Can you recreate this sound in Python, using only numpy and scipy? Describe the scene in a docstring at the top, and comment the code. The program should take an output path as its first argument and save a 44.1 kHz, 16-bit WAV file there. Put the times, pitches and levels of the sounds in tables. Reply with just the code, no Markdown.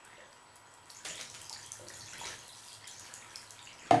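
"""Rinsing a puppy in the bathtub

Close by an empty tub in a small tiled room, water is poured from a plastic cup over a puppy.
It runs off the coat in uneven splashes and drips that patter on the tub, trap ringing bubbles
and make the floor of the tub drum softly. A fan hums faintly; at the end the cup bumps the tub."""
import sys
import numpy as np
from scipy import signal
from scipy.fft import rfft, irfft
from scipy.io import wavfile
from scipy.ndimage import map_coordinates

SR = 44100
rng = np.random.default_rng(int(sys.argv[2]) if len(sys.argv) > 2 else 0)


def to_wav(s):
    """Save 16-bit WAV."""
    ch = np.atleast_2d(s).T  # columns
    pcm = np.round(np.clip(ch, -1, 1) * 32767)  # PCM
    wavfile.write(sys.argv[1], SR, pcm.astype(np.int16))


N = 176400
T = np.arange(N) / SR
CUTOFF_HZ = 13200

# Single drips hitting the tub: start_s, level_db, pitch_hz
DRIPS = [(.049, -38, 9050), (.208, -53, 6300), (0.329, -42.5, 4830), (.557, -36, 10500), (0.739, -43, 7400),
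         (.902, -34, 4500), (1.212, -28, 5600), (1.3, -32, 5670), (1.344, -40.5, 5740),
         (1.417, -31.5, 7500), (1.496, -26.5, 5170), (1.528, -30.5, 4580), (1.662, -31, 7900),
         (1.719, -24, 6400), (1.885, -29, 5860), (2.134, -31, 5800), (2.255, -31, 4900),
         (2.877, -29.5, 7460), (2.996, -30.5, 6760), (3.139, -26.5, 7230), (3.358, -26, 5250),
         (3.507, -31, 6500)]


def spatter():
    """Fine drops fall from the coat, tick on the tub and trap fizzing bubbles."""
    # Flow of fine drops: time_s, level_db
    flow = [(0, -69), (.45, -69), (.84, -72), (.885, -57.5), (1.02, -58.5), (1.08, -45), (1.22, -56),
            (1.28, -60), (1.52, -53), (1.64, -53.5), (1.82, -59), (1.88, -50), (2.08, -58), (2.17, -48.5),
            (2.31, -50), (2.39, -59), (2.7, -51.5), (2.8, -59), (2.9, -55), (3.3, -59), (3.5, -57),
            (3.85, -63)]
    # Their bright tone: frequency_hz, gain_db
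    tone = [(1500, -12), (3000, -2.5), (6000, 0), (8000, 2.5), (10000, 4), (13000, 0)]
    drops = droplets(tone, 1425, CUTOFF_HZ, per_s=520, spread_db=4, cycles=4)
    fizz = droplets(tone, 3000, 7390, per_s=60, spread_db=1.5, cycles=20, soft=True)
    return in_time(flow) * (drops + fizz)


def runoff():
    """Heavier water runs off the coat and traps gurgling bubbles."""
    # Flow of heavy drops: time_s, level_db
    flow = [(0, -59.5), (.3, -69), (.8, -70.5), (.9, -65), (1.02, -63), (1.07, -53), (1.21, -56),
            (1.28, -71), (1.55, -61), (1.72, -66), (1.9, -58.5), (2.07, -56.5), (2.2, -50), (2.39, -66),
            (2.78, -73), (2.86, -61), (3.3, -58), (3.55, -66), (3.7, -61), (3.9, -52.5)]
    # Their darker tone: frequency_hz, gain_db
    tone = [(150, -4.5), (300, -4.5), (550, -3.5), (1000, -11.5), (1800, 4.5), (2800, 0), (4000, -9.5)]
    drops = droplets(tone, 233, 4040, per_s=700, spread_db=2, cycles=6.2)
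    gurgle = droplets(tone, 1194, 3870, per_s=130, spread_db=1, cycles=16, soft=True)
    return in_time(flow) * (from_db(-3) * drops + from_db(0.5) * gurgle)


def droplets(tone, low_hz, high_hz, per_s, spread_db, cycles, soft=False, count=36):
    """Small impacts each ring a few cycles at one of many pitches; soft ones swell before fading."""
    clumps_per_s, clump_octaves, clump_db = 22, 0.2655, 8.4
    clicks = patter(per_s, spread_db)
    pitch_index = rng.integers(0, count, N)
    pitches = np.geomspace(low_hz, high_hz, count)
    hits = np.flatnonzero(clicks)
    # Drops of like size fall in clumps: a random map over pitch and time sets their level.
    octaves = np.log2(pitches[pitch_index[hits]] / low_hz)
    places = [octaves / clump_octaves, T[hits] * clumps_per_s]
    clumps = map_coordinates(rng.uniform(-1, 1, (64, 256)), places, order=1, mode="mirror")
    clicks[hits] *= from_db(clump_db * clumps)
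    out = np.zeros(N)
    for k, hz in enumerate(pitches):
        rung = np.sqrt(hz) * ring(clicks * (pitch_index == k), hz, cycles / hz)
        out += hz * ring(rung, hz, cycles / hz) if soft else rung
    return rms_one(colour(out, tone))


def splashes():
    """Sheets of water slap down, each a dense burst of impacts that swells quickly and dies away."""
    # Slaps on the tub: start_s, level_db, decay_s
    slaps = [(1.049, -36, 0.019), (1.191, -40, 0.022), (1.341, -40.5, 0.013), (2.254, -43, 0.053),
             (3.05, -48.5, 0.03)]
    # Tone of a slap: frequency_hz, gain_db
    tone = [(100, -14.5), (400, 4), (1000, -0.5), (2200, 5), (6000, 1), (12000, -8.5)]
    rise_s = 0.0023
    envelope = np.zeros(N)
    for start, db, decay in slaps:
        add(envelope, start, from_db(db) * (1 - np.exp(-T / rise_s)) * np.exp(-T / decay))
    impacts = patter(per_s=1300, spread_db=-3.5)
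    return envelope * rms_one(colour(impacts, tone))


def drips():
    """Each drip hits the tub with a wet tick and a very short ring."""
    rise_s, tick_s, ring_cycles = 0.00039, 0.0012, 20.2
    out, t = np.zeros(N), T[:SR // 20]
    attack = 1 - np.exp(-t / rise_s)
    for start, db, hz in DRIPS:
        burst = rng.standard_normal(len(t)) * np.exp(-t / tick_s)
        band = signal.butter(2, [hz * 0.79, min(hz * 1.69, SR / 3)], "band", fs=SR, output="sos")
        tick = from_db(-5) * signal.sosfilt(band, burst)
        ping = np.sin(2 * np.pi * hz * t) * from_db(-60 * t * hz / ring_cycles)
        add(out, start, from_db(db + 6) * attack * (ping + tick))
    return out


def spray():
    """Each drip shatters into a brief shower of tiny droplets."""
    decay_s = 0.023
    envelope = np.zeros(N)
    for start, db, _ in DRIPS:
        add(envelope, start, from_db(db - 22) * np.exp(-T / decay_s))
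    band = signal.butter(2, [4500, CUTOFF_HZ], "band", fs=SR, output="sos")
    return envelope * rms_one(signal.sosfilt(band, patter(per_s=900, spread_db=4)))


def bubbles():
    """Each plop rings and is followed by three quieter ones of similar pitch."""
    # Bubble plops in the run-off; the one at 2.214 s rings on as an echo at 2.233 s:
    # start_s, level_db, pitch_hz
    plops = [(0.181, -50.5, 565), (0.205, -45, 1875), (1.1, -40, 2740), (1.11, -50.5, 606),
             (1.506, -45.5, 880), (1.536, -33.5, 4650), (1.562, -44.5, 1810), (1.796, -47.5, 559),
             (1.811, -52, 334), (1.902, -43.5, 1830), (2.022, -40.5, 5400), (2.132, -43.5, 1470),
             (2.214, -38, 924), (2.233, -49, 920), (2.252, -40.5, 2170), (2.304, -40.5, 1740),
             (2.842, -45.5, 2050), (3.1, -46.5, 1640), (3.227, -49.5, 2500), (3.262, -51, 1240),
             (3.592, -40.5, 3600), (3.673, -40.5, 2760)]
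    scatter_s, scatter_octaves = 0.04, 0.15
    out = np.zeros(N)
    for start, db, hz in plops:
        gain = from_db(db + 2.5)
        add(out, start, gain * bubble(hz))
        for late, detune in rng.random((3, 2)):
            follower_hz = hz * 2 ** (scatter_octaves * (2 * detune - 1))
            add(out, start + scatter_s * late, gain * from_db(-8) * bubble(follower_hz))
    return out


def bubble(hz, cycles=42, rise=0.062):
    """One bubble rings and rises a little in pitch."""
    t = T[:SR // 5]
    age = t * hz / cycles
    return np.sin(2 * np.pi * hz * t * (1 + rise * age)) * from_db(-60 * age)


def tub_floor():
    """Falling water keeps the tub's lowest modes drumming."""
    # Strength of the drumming: time_s, level_db
    strength = [(0, -74), (1, -69), (1.2, -63.5), (2.3, -59.5), (2.55, -69), (2.9, -63), (3.8, -67)]
    # Modes of the tub floor: pitch_hz, level_db, t60_s
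    modes = [(81, 1.5, 0.2), (106.5, 7.5, 0.35), (138.6, -1, 0.44)]
    clicks = patter(per_s=210, spread_db=3)
    drum = sum((-1) ** k * from_db(db) * ring(clicks, hz, t60) for k, (hz, db, t60) in enumerate(modes))
    return from_db(-2.5) * in_time(strength) * rms_one(drum)


def cup_bump():
    """The cup knocks and rebounds: a short crack and the hollow ring of cup and tub."""
    # Knock and rebound: start_s, level_db
    hits = [(3.9089, -18.5), (3.943, -26.5)]
    # Modes of cup and tub together: pitch_hz, level_db, t60_s
    modes = [(118.6, -7, 0.25), (150.6, -15.5, 0.5), (268, -11.5, 0.4), (307.8, -8, 0.81),
             (351, -16.5, 0.45), (467, -13, 0.27), (622, -16, 1), (660, -9, 0.24), (699, 6.5, 0.15),
             (726.6, 1, 0.21), (755, 2, 0.133), (852, -15.5, 0.32), (1044, -12, 0.11)]
    # Tone of the crack: frequency_hz, gain_db
    tone = [(50, -57), (200, -4), (750, 0.5), (1200, -3), (2000, -5.5), (3200, -12.5), (5500, -18),
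            (12000, -32.5)]
    rise_cycles, crack_s = 1.95, 0.0044
    body, burst, t = np.zeros(N), np.zeros(N), T[:SR // 2]
    knock = np.zeros(len(t))
    for hz, db, t60 in modes:
        swell = 1 - np.exp(-t * hz / rise_cycles)  # low modes swell later
        knock += swell * from_db(db - 60 * t / t60) * np.cos(2 * np.pi * hz * t)
    for start, db in hits:
        add(body, start, from_db(db) * knock)
        add(burst, start, from_db(db) * np.exp(-t / crack_s))
    crack = colour(burst * rng.standard_normal(N), tone) / colour_gain(tone)
    return room(body, wet_db=-18) + from_db(-3) * room(crack, wet_db=0.5)


def fan():
    """A faint fan: steady air noise, a slightly wavering hum and a thin whine."""
    # Hum and whine: pitch_hz, level_db
    lines = [(963.6, -67.5), (1066, -73.5), (1194, -76), (1926, -75.5), (3198, -77), (7862, -69.5)]
    # Tone of the moving air: frequency_hz, gain_db
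    air_tone = [(30, -6), (100, 0), (600, 4.5), (950, 11), (1170, 4.5), (1380, 8.5), (1900, -3), (2900, -4),
                (5000, -7.5), (11000, -17)]
    waver = 0.00065  # share of the pitch
    knots = np.linspace(0, N / SR, N // (SR // 10))
    hum = np.zeros(N)
    for hz, db in lines:
        drift = np.interp(T, knots, rng.standard_normal(len(knots)))
        phase = 2 * np.pi * np.cumsum(hz + hz * waver * drift) / SR
        hum += from_db(db) * np.sqrt(2) * np.sin(phase)
    return hum + from_db(-60) * rms_one(colour(rng.standard_normal(N), air_tone))


def room(x, wet_db):
    """Direct sound plus the dense echoes of tub and tiles, lingering longest in the bass."""
    # Decay of the tiled room: frequency_hz, t60_s
    decay = [(100, 1), (1000, 0.29), (8000, 0.37)]
    delay_s, edges_hz = 0.0071, [0, 250, 700, 2000, 4000, 6500, 9500, SR / 2]
    t = T[:SR // 2]
    spectrum, hz = rfft(rng.standard_normal(len(t))), np.fft.rfftfreq(len(t), 1 / SR)
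    tail = np.zeros(len(t))
    for low, high in zip(edges_hz, edges_hz[1:]):
        band = irfft(spectrum * (hz >= low) * (hz < high), len(t))
        tail += band * from_db(-60 * t / at_hz(decay, (low + high) / 2))
    tail *= t > delay_s
    return x + from_db(wet_db) * signal.fftconvolve(x, tail / np.linalg.norm(tail))[:N]


def patter(per_s, spread_db):
    """Random impacts of uneven size and sign."""
    sizes = from_db(spread_db * np.minimum(rng.exponential(1, N), 4))
    return sizes * rng.choice([-1, 1], N) * (rng.random(N) < per_s / SR)


def ring(clicks, hz, t60):
    """Each click sets a decaying sine ringing."""
    radius, angle = from_db(-60 / (t60 * SR)), 2 * np.pi * hz / SR
    feedback = [1, -2 * radius * np.cos(angle), radius * radius]
    return signal.lfilter([0, np.sin(angle)], feedback, clicks + 1e-18)


def colour(x, tone):
    """Causal (minimum-phase) filter with the given tone curve."""
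    size = 2 * N
    gains = from_db(at_hz(tone, np.arange(N + 1) * SR / size))
    cepstrum = irfft(np.log(gains))
    cepstrum[1:N] *= 2
    cepstrum[N + 1:] = 0
    return irfft(rfft(x, size) * np.exp(rfft(cepstrum)))[:N]


def colour_gain(tone):
    """Rms gain of a tone curve for white noise."""
    gains = from_db(at_hz(tone, np.linspace(0, SR / 2, N // 2)))
    return np.sqrt(np.mean(gains ** 2))


def at_hz(points, hz):
    """Read a table on a log-frequency axis."""
    frequencies, values = np.transpose(points)
    return np.interp(np.log(np.maximum(hz, 1)), np.log(frequencies), values)


def in_time(rows):
    """A level curve as gain per sample."""
    return from_db(np.interp(T, *np.transpose(rows)))


def from_db(db):
    """Decibels to gain."""
    return 10 ** (np.asarray(db) / 20)


def rms_one(x):
    """Scale to unit rms."""
    return x / np.sqrt(np.mean(x ** 2) + 1e-20)


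def add(out, start_s, sound):
    """Mix a sound in at a time."""
    i = int(start_s * SR)
    out[i:i + len(sound)] += sound[:max(N - i, 0)]


def scene():
    """Water, cup and fan, heard in mono from beside the tub."""
    stream_wet_db = 2.5
    stream = (spatter() + runoff()) / np.hypot(1, from_db(stream_wet_db))  # offsets the echoes' power
    water = room(stream, stream_wet_db)
    water += room(splashes() + bubbles(), wet_db=-1)
    water += room(drips(), wet_db=-3) + spray() + tub_floor()
    return (water + cup_bump() + fan())[None]


def record(dry):
    """At the microphone the treble rolls off and the very top is cut steeply."""
    dull = signal.sosfilt(signal.butter(6, 10760, fs=SR, output="sos"), dry)
    return signal.sosfilt(signal.ellip(10, .1, 80, CUTOFF_HZ, fs=SR, output="sos"), dull)


dry = scene()
out = record(dry)
to_wav(out)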